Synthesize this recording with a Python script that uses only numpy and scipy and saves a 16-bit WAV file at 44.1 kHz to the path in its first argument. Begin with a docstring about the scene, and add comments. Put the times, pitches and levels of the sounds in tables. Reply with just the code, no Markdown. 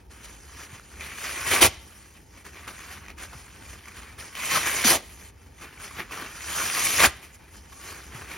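"""Two hands work a soapy foam sponge on a table, close under a phone, over a low appliance rumble and faint hiss.
First they rub and squeeze it: breaking strands crunch, cell walls and suds fizz, the block flaps dully.
Soon thick strands snap as short ringing tones and the block thumps softly. Slow tears begin near 1, 4.3
and 6.5 s; each grows into a rip that parts the block and leaves a brighter fizz for a moment.
Rubbing and squeezing fill the gaps and the end."""
import sys
import numpy as np
from scipy import signal
from scipy.fft import rfft, irfft, next_fast_len
from scipy.io import wavfile
from scipy.ndimage import uniform_filter1d, map_coordinates

SR = 44100
rng = np.random.default_rng(int(sys.argv[2]) if len(sys.argv) > 2 else 0)


def boost_factor(decibels):
    """Convert a level in decibels to a linear amplitude factor."""
    exponent = np.asarray(decibels, float) / 20
    return 10 ** exponent


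def master_out(mix):
    """Clip the mix to full scale and print it as 16-bit PCM to the path in sys.argv[1]."""
    frames = np.transpose(np.atleast_2d(mix))
    ceiling = np.clip(frames, -1, 1)
    pcm = np.round(ceiling * 32767).astype(np.int16)
    wavfile.write(sys.argv[1], SR, pcm)


N = 369116

# tone colour of bursting bubbles and fine cell walls: [f/Hz, relative level/dB]
FIZZ_COLOUR = [(1500, -11), (3000, -3.5), (4000, -5.5), (6000, -1), (8200, 2.5), (10000, -3.5), (12000, -9),
               (14000, -8), (15800, -15)]
# tone colour of the hollow between hands, foam and table: [f/Hz, relative level/dB]
HOLLOW_COLOUR = [(400, -10), (800, -9.5), (1150, -2), (1400, -8), (1700, -5.5), (2300, -1.5), (2700, -1),
                 (3100, -8), (3700, -8.5), (6000, -18.5)]
# slow tears, each followed by the rip that parts the block; rows of a pull:
# [t/s, relative crunch level/dB, strand pitch f/Hz]
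TEARS_AND_RIPS = [
    [(.993, -53.5, 2450), (1.009, -37, 2480), (1.06, -39, 2258), (1.139, -44.5, 2100), (1.24, -35, 1897),
     (1.347, -37, 1895), (1.44, -36.5, 1880), (1.541, -21.5, 1990), (1.604, -29.5, 2240)],
    [(1.606, -28.5, 2350), (1.62, -17.5, 2344), (1.664, -20, 1936), (1.69, -43, 2090), (1.788, -69, 1700)],
    [(4.335, -54, 2500), (4.36, -37.5, 2490), (4.48, -32.5, 2320), (4.564, -24, 1676), (4.61, -30, 1920),
     (4.65, -34, 1790), (4.665, -24.5, 1956), (4.699, -29.5, 1815), (4.779, -29.5, 2236),
     (4.838, -29.5, 2140)],
    [(4.84, -27, 1810), (4.852, -24.5, 1820), (4.878, -19, 1953), (4.912, -20.5, 1944), (4.955, -29, 1947),
     (5.035, -68, 1714)],
    [(6.45, -50.5, 1600), (6.494, -40, 1500), (6.576, -31.5, 1434), (6.716, -32.5, 1763),
     (6.78, -29.5, 1940), (6.892, -26.5, 2358), (6.954, -29, 2170), (6.985, -26.5, 2160)],
    [(6.987, -23, 1920), (7.0, -21, 1890), (7.06, -17.5, 1800), (7.086, -35.5, 1577), (7.14, -61, 1600)],
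]


def unit(x):
    """Scales a sound to an average strength (rms) of 1."""
    return x / np.sqrt(np.mean(x ** 2) + 1e-20)


def along(points, hz):
    """Reads a value off a curve of (Hz, value) points, with pitch on a log axis."""
    f, v = np.transpose(points)
    return np.interp(np.log(hz + 1), np.log(f + 1), v)


def wobble(rate):
    """A smooth random curve through `rate` random points a second."""
    knots = rng.standard_normal(int(N * rate / SR) + 4)
    return map_coordinates(knots, [np.arange(N) * rate / SR])


def filtered(x, response):
    """Makes each pitch in x louder or softer (or turns its phase) as response(Hz) says."""
    m = next_fast_len(N + 8192)
    return irfft(rfft(x, m) * response(np.fft.rfftfreq(m, 1 / SR)), m)[..., :N]


def decaying(t60, size, channels):
    """Noise that dies away like echoes, each pitch falling 60 dB in its own time; energy 1 in the first channel."""
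    hz, t, z = signal.stft(rng.standard_normal((channels, size)), SR, nperseg=256)
    fade = boost_factor(-60 * t / along(t60, hz)[:, None])
    tail = signal.istft(z * fade, SR, nperseg=256)[1]
    return tail / np.linalg.norm(tail[0])


def grains(s, hz, cycles, size):
    """Short tones that start at s seconds and die away over some cycles, as a snapped strand rings."""
    k = np.arange(256)
    turn = hz[:, None] * k / SR
    fade = np.exp(-turn / cycles) * (1 - k / len(k))
    wave = size[:, None] * np.sin(2 * np.pi * turn) * fade
    at = (s * SR).astype(int)[:, None] + k
    return np.bincount(at.ravel(), wave.ravel(), N + len(k))[:N]


def crackle(count, scatter_db):
    """Clicks at random moments; positive scatter makes a few much bigger, negative a few much smaller."""
    u = rng.random((count, 3))
    size = boost_factor(-scatter_db * np.log(1 - u[:, 1])) * np.sign(u[:, 2] - .5)
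    return unit(np.bincount((u[:, 0] * N).astype(int), size, N))


def patches(x, depth_db, turns, size, count):
    """Gives x random gain and phase over patches of time and pitch: windows of size samples, count bins wide."""
    z = signal.stft(x, nperseg=size)[2]
    field = rng.standard_normal((2, *z.shape))
    field = uniform_filter1d(field, size=count, axis=1)
    field = uniform_filter1d(field, size=6, axis=2)
    gain, phase = field / field.std()
    return signal.istft(z * boost_factor(depth_db * gain) * np.exp(1j * turns * phase), nperseg=size)[1][:N]


def air():
    """Appliance rumble and hiss: shaped noise that swells unevenly, less alike left and right at some pitches."""
    # tone colour of the room's rumble and hiss: [f/Hz, relative level/dB]
    air_colour = [(15, -72.5), (25, -30), (46, -3.5), (69, 0.5), (124, -17), (376, -22.5), (536, -26.5),
                  (589, -32), (922, -22), (1090, -51.5), (1220, -33), (1340, -41), (7000, -53.5),
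                  (9100, -88), (15400, -120)]
    # how alike the air sounds left and right: [f/Hz, likeness (1 = same, 0 = unrelated)]
    air_likeness = [(60, 1), (270, 0.73), (700, .1), (1300, 0.21), (2000, 0.53)]

    def mid_and_side(hz):
        turn = np.arccos(np.clip(along(air_likeness, hz), -1, 1)) / 2
        return boost_factor(along(air_colour, hz)) * [np.cos(turn), np.sin(turn)]

    mid, side = filtered(rng.standard_normal((2, N)), mid_and_side)
    swell_db = 1.5 * wobble(6) + 1.5 * wobble(16)
    return boost_factor(-48.5 + swell_db) * unit(np.array([mid + side, mid - side]))


def hands():
    """The power of all hand actions adds up; louder actions count for more in the pitches."""
    # fingers slide and knead between tears: [t/s, relative rub level/dB, relative suds fizz level/dB]
    kneading = [(0, -61, -62.5), (.07, -74, -75.5), (.14, -60, -58), (.4, -55.5, -51), (0.551, -49.5, -48),
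                (.79, -56, -53.5), (.83, -58.5, -53.5), (.98, -49, -48.5), (1.76, -63.5, -52.5),
                (1.97, -54.5, -50.5), (2.25, -68.5, -59.5), (2.44, -66.5, -64.5), (2.54, -56.5, -55),
                (2.8, -44.5, -46), (2.95, -46.5, -48), (3.05, -53, -56.5), (3.16, -67.5, -64.5),
                (3.4, -53, -44.5), (3.46, -52, -52), (3.8, -53, -52), (3.93, -53, -53),
                (3.97, -47.5, -45.5), (4.12, -49, -52), (4.16, -53.5, -57.5), (4.33, -48.5, -47.5),
                (5.03, -63.5, -51), (5.29, -53.5, -48.5), (5.33, -66, -72), (5.42, -60.5, -58),
                (5.5, -65, -65), (5.6, -52, -52.5), (5.72, -51.5, -57), (5.95, -45.5, -46),
                (6.06, -51, -56.5), (6.3, -44.5, -47.5), (6.47, -43.5, -35.5), (7.14, -63, -53),
                (7.5, -71, -65), (7.66, -56, -54.5), (7.781, -63.5, -46), (7.84, -44.5, -43.5),
                (8.03, -53, -50), (8.25, -52, -49), (8.37, -45, -48)]
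    # a grip catches the foam at once and lets go:
    # [t/s, relative crunch level/dB, time to fall 20 dB/s, fizz over crunch/dB, strand pitch f/Hz]
    catches = [(.112, -51, 0.36, 1.5, 1560), (2.456, -46, 0.11, 1.5, 1700),
               (2.682, -39.5, 0.0817, 0.5, 1380), (3.185, -41, 0.22, -2, 1807),
               (4.19, -40, 0.1951, 0, 1866), (5.615, -51, 0.15, 4, 1700),
               (6.118, -36.5, 0.3444, -2.5, 1463)]
    # a squeeze swells and fades alike; columns as for catches, the sign of the fall time does not matter
    squeezes = [(.25, -48, 0.0281, 7, 1740), (0.299, -47.5, 0.0738, 0, 1582),
                (.615, -45.5, 0.0972, 0, 1645), (.75, -45.5, 0.0571, -2.5, 2163),
                (2.166, -55, 0.06, 0, 2170), (2.37, -55, 0.12, 3, 2075), (2.58, -48, 0.09, -2.5, 1973),
                (2.93, -42.5, 0.04, 2.5, 1640), (3.088, -44, 0.057, -15.5, 2130),
                (3.235, -42.5, 0.0428, 2, 1785), (3.335, -48, 0.04, -15, 1280),
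                (3.703, -51, 0.1375, 5, 1680), (3.885, -46, 0.02, -3.5, 1760), (5.1, -53, 0.2, -3, 2335),
                (5.255, -52.5, -0.0671, -4, 2080), (5.644, -46, 0.0433, -11.5, 1810),
                (5.845, -41.5, 0.0618, 3.5, 1640), (5.997, -32.5, 0.056, -14, 1830),
                (6.22, -38, 0.0622, -8, 1400), (7.242, -46, 0.045, -2, 2350), (7.35, -56, 0.0262, 8, 2050),
                (7.415, -56.5, -0.35, -6, 1893), (7.56, -59.5, 0.1, 11.5, 1740),
                (7.73, -48, -0.01, 1, 1296), (7.91, -41.5, 0.1648, -0.5, 1622),
                (8.18, -42.5, 0.1026, -3.5, 1650), (8.325, -39, 0.0962, -5, 1890)]
    # one row for each pull: [fizz over crunch/dB, time until the suds well up/s,
    # dull body over crunch at the start/dB, at the end/dB, body pitch f/Hz]
    pull_colour = [(1, 0.25, -31, -9.5, 530), (5.5, 0.009, -3.5, -9.5, 500),
                   (1.5, 0.114, -31.5, -14.5, 490), (5, 0.0074, -12.5, 8, 700),
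                   (4, 0.0099, -28.5, -30.5, 520), (1, .01, -10.5, -8, 550)]

    t = np.arange(0, N / SR, .001)
    s, rub_db, suds_db = np.transpose(kneading)
    rub = np.interp(t, s, rub_db)
    suds = np.interp(t, s, suds_db)
    knead_body = -56 + 0.202 * (rub + 55)  # the dull body follows the rub only a little
    # each action: crunch dB, fizz dB, body dB, strand Hz, body Hz
    actions = [(rub, suds, knead_body, 1800, 200)]

    def add_grip(s, db, rise_s, fall_s, power, fizz_db, hz):
        grip = db - 20 * np.maximum((s - t) / rise_s, (t - s) / fall_s) ** power
        actions.append((grip, grip + fizz_db, grip - 10, hz, 400))

    for s, db, fall_s, fizz_db, hz in catches:
        add_grip(s, db, 0.018, fall_s, 1, fizz_db, hz)
    for s, db, fall_s, fizz_db, hz in squeezes:
        add_grip(s, db, fall_s, fall_s, 1.576, fizz_db, hz)  # the power rounds the top of the swell
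    for rows, (fizz_db, wells_s, first_db, last_db, body_hz) in zip(TEARS_AND_RIPS, pull_colour):
        s, db, hz = np.transpose(rows)
        pull = np.interp(t, s, db, left=-200, right=-200)
        dry_db = np.interp(t, [s[0], s[0] + wells_s], [-8, 0])  # less fizz before the suds well up
        body_db = np.interp(t, s[[0, -1]], [first_db, last_db])
        actions.append((pull, pull + fizz_db + dry_db, pull + body_db, np.interp(t, s, hz), body_hz))

    crunch, fizz, body = (np.array([boost_factor(2 * a[k]) for a in actions]) for k in range(3))  # powers
    strand_hz = sum(p * a[3] for p, a in zip(crunch, actions)) / crunch.sum(0)
    body_hz = sum(p * a[4] for p, a in zip(body, actions)) / body.sum(0)
    crunch_db, fizz_db, body_db = (10 * np.log10(p.sum(0)) for p in (crunch, fizz, body))
    return t, crunch_db, fizz_db, body_db, strand_hz, body_hz


def foam_crunch(s, crunch_db, strand_hz, fits):
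    """Many strands ring briefly as they break, over a rasp of finer fibres."""
    u, g = rng.random((9000, 2)), rng.standard_normal(9000)
    at = u[:, 0] * N / SR
    pitch = np.clip(np.interp(at, s, strand_hz) * np.exp(.17 * g), 700, 6000)
    strands = unit(grains(at, pitch, 5, boost_factor(-1.8 * np.log(1 - u[:, 1]))))
    fibres = crackle(count=60000, scatter_db=2.0)
    fibres = unit(filtered(fibres, lambda hz: boost_factor(along(HOLLOW_COLOUR, hz))))
    fibres = patches(fibres, 3.79, 0, size=1024, count=1)
    return boost_factor(crunch_db) * unit((0.722 * strands + 0.678 * fibres) * boost_factor(fits))


def suds_fizz(crunch_db, fizz_db, fresh_db, fits):
    """Tiny cell walls and bubbles burst as clicks; harder tearing and fresh faces brighten them."""
    cells = crackle(count=90000, scatter_db=0.5) * boost_factor(0.344 * fits + 0.597 * wobble(40))
    cells = filtered(cells, lambda hz: boost_factor(along(FIZZ_COLOUR, hz)))
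    fizz = boost_factor(fizz_db) * unit(patches(cells, 2.07, 0, size=512, count=14))
    top = filtered(fizz, lambda hz: 1 / (1 + (10500 / (hz + 1)) ** 6))
    middle = filtered(fizz, lambda hz: np.exp(-(np.log((hz + 1) / 3800) / 0.166) ** 2))
    # gentle rubbing leaves the larger cells whole: a hollow middle
    middle_gain = boost_factor(0.144 * (crunch_db + 39.5))
    # harder tearing breaks finer cells: brighter
    top_gain = boost_factor(0.208 * (crunch_db + 37.5) + fresh_db)
    return fizz + (middle_gain - 1) * middle + (top_gain - 1) * top


def flapping_body(body_db, body_hz, fits):
    """Dull knocks of the flapping foam; a thinner flap sounds higher."""
    # tone colour of a thick block flapping: [f/Hz, relative level/dB]
    thick_colour = [(30, -20.5), (70, 9.5), (150, 1.5), (280, -3), (400, -2.5), (700, -22)]
    # tone colour of a thin flap: [f/Hz, relative level/dB]
    thin_colour = [(150, -35), (350, 1), (450, -3.5), (700, 0), (900, 0), (1400, -23)]
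    flaps = crackle(count=20000, scatter_db=1.5) * boost_factor(1.594 * fits + 0.77 * wobble(10))
    deep, thin = filtered(flaps, lambda hz: boost_factor([along(thick_colour, hz), along(thin_colour, hz)]))
    thin_share = np.clip(np.log(body_hz / 220) / 1.24, 0, 1)
    return boost_factor(body_db) * (np.sqrt(1 - thin_share) * unit(deep) + np.sqrt(thin_share) * unit(thin))


def sponge():
    """The foam gives way in fits: crunch, fizz and body share its stick-slip flutter."""
    s, *curves = hands()
    crunch_db, fizz_db, body_db, strand_hz, body_hz = curves

    def over_time(curve):
        return np.interp(np.arange(N) / SR, s, curve)

    fits = 1.1 * wobble(30) + 1.2 * wobble(70) + 1.1 * wobble(220)
    # a freshly parted face fizzes brighter for a while after each rip
    since = s - np.array([rip[-1][0] for rip in TEARS_AND_RIPS[1::2]])[:, None]
    fresh_db = 9.5 * np.sum((since > 0) * np.exp(-np.abs(since) / 0.33), 0)
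    crunch = foam_crunch(s, over_time(crunch_db), strand_hz, fits)
    fizz = suds_fizz(over_time(crunch_db), over_time(fizz_db), over_time(fresh_db), fits)
    return crunch + fizz + flapping_body(over_time(body_db), over_time(body_hz), fits)


def snaps():
    """Each thick strand rings briefly, cracks at its start and sets off a short spray of finer breaks."""
    # thick strands that break one by one: [t/s, relative level/dB, pitch f/Hz]
    thick_strands = [(0.105, -44, 970), (0.797, -27.5, 1420), (0.997, -25.5, 2380), (1.009, -18.5, 2540),
                     (1.614, -12, 2560), (1.629, 3, 3134), (2.451, -30.5, 1700), (2.564, -31, 2080),
                     (2.677, -24.5, 1230), (3.063, -28.5, 1920), (3.084, -24, 2410), (3.103, -25, 2340),
                     (3.332, -29.5, 1030), (3.857, -27.5, 2140), (3.884, -27.5, 2400), (4.185, -36.5, 1530),
                     (4.353, -16.5, 2926), (4.572, -7.5, 1117), (4.661, -14, 1960), (4.672, -14.5, 1510),
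                     (4.846, -12.5, 3210), (5.453, -48, 902), (5.91, -28.5, 1150), (6.111, -26.5, 1120),
                     (6.444, -25, 1470), (6.577, -18, 1140), (6.599, -12, 1810), (6.869, -7, 2300),
                     (6.996, -3.5, 2280), (7.043, 4, 1690), (7.249, -31, 2520), (7.556, -32, 1780),
                     (7.722, -36, 1110), (8.147, -43.5, 1690)]
    s, db, hz = np.transpose(thick_strands)
    t = np.arange(SR // 10) / SR
    blows = np.bincount((s * SR).astype(int), boost_factor(db - 17.5), N)
    fade = boost_factor(-60 * t / 0.064)  # falls 60 dB in 0.064 s
    spray = signal.fftconvolve(blows, fade)[:N] * crackle(count=40000, scatter_db=-1.5)
    spray = filtered(spray, lambda f: boost_factor(along(HOLLOW_COLOUR, f)) + boost_factor(along(FIZZ_COLOUR, f) - 6.5))
    ring = grains(s, hz, 4.57, boost_factor(db - 6.5))
    crack = grains(s, 0 * s + 6000, 1.0, boost_factor(db - 3.5))
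    return ring + crack + spray


def thumps():
    """A soft low push that sags in pitch and dies without a ring."""
    # the block thumps as it parts or lands: [t/s, relative level/dB, starting pitch f/Hz, time to fall 60 dB/s]
    block_thumps = [(0.728, -30.5, 129, 0.072), (1.529, -19.5, 410.9, 0.064), (1.617, -13, 390.5, 0.054),
                    (1.678, -20.5, 88.8, 0.08), (3.349, -34.5, 148, 0.084), (4.848, -17, 271.9, 0.119),
                    (4.929, -20, 799, 0.056), (5.999, -32, 430, 0.077), (6.218, -31.5, 311, 0.064),
                    (6.998, -18, 631, 0.045), (7.07, -18, 86.1, 0.093), (8.148, -28.5, 151.5, 0.067)]
    out, t = np.zeros(N + SR), np.arange(SR // 4) / SR
    for s, db, hz, t60 in block_thumps:
        push = np.sin(2 * np.pi * hz * t / (1 + 7 * t)) * (1 - np.exp(-t / 0.00284))
        out[round(s * SR):][:len(t)] += boost_factor(db - 60 * t / t60) * push
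    return out[:N]


def off_the_table(sound):
    """Echoes off the table top strengthen some pitches of every near sound and weaken others."""
    # tone colour given by the table top: [f/Hz, level change/dB]
    table_colour = [(900, 0), (1130, 2.5), (1600, -0.5), (2030, -0.5), (2220, 0), (2420, 1.5), (2760, -3),
                    (3130, 2.5), (3350, -3), (3550, 0.5), (3800, -3.5), (4200, 0), (4600, -1)]
    return filtered(sound, lambda hz: boost_factor(along(table_colour, hz)))


def room_echo(near):
    """Faint echoes from the room, as two separate noise tails."""
    # how long the room rings: [f/Hz, time to fall 60 dB/s]
    ring_times = [(100, 0.48), (1000, 0.52), (3800, 0.616), (10000, 0.168)]
    tails = decaying(ring_times, size=SR // 2, channels=2)
    return boost_factor(-23.5) * signal.fftconvolve(near[None], tails, axes=1)[:, :N]


def left_and_right(near, room):
    """By pitch, the near sound is alike or opposed left and right, as mid or side is the stronger."""
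    # side (opposed left and right) against mid (alike in both), by pitch: [f/Hz, side over mid/dB]
    side_balance = [(100, -22), (300, -15), (600, -11), (1000, -14), (1300, -11), (1600, -23), (1850, -26),
                    (2050, -40), (2400, -24), (2900, -7), (4900, -6), (5300, -34), (6000, -24), (6400, -3),
                    (7200, 5), (7600, 42), (8400, 42), (8650, 15), (9100, 4), (9750, -6), (11000, -9),
                    (11350, -36), (12300, -36), (12700, -2), (13500, 9), (13900, 42), (14800, 30),
                    (15300, 2)]

    def turn(hz):
        return np.arctan(boost_factor(along(side_balance, hz)))

    mid = filtered(near + room[0], lambda hz: np.cos(turn(hz)))
    # the side gets random phase patches, so left and right are less alike
    scattered = patches(near, 0, 1.2, size=256, count=3)
    side = filtered(scattered + room[1], lambda hz: 1j * np.sin(turn(hz)))
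    return np.array([mid + side, mid - side])


def scene():
    """Foam, snaps and thumps take on table and room, spread left and right; the room's air lies under them."""
    near = off_the_table(sponge() + snaps() + thumps())
    return left_and_right(near, room_echo(near)) + air()


def top_cut(x):
    """Nothing passes above the cut-off."""
    return signal.sosfilt(signal.butter(12, 16090, fs=SR, output="sos"), x)


def record(dry):
    """The deepest bass is cut away and the highest peaks are rounded off."""
    x = filtered(dry, lambda hz: hz ** 2 / (hz ** 2 + 44 ** 2))
    x = x / (1 + np.abs(x / .8) ** 4) ** (1 / 4)
    return top_cut(x)


dry = scene()
out = record(dry)
master_out(out)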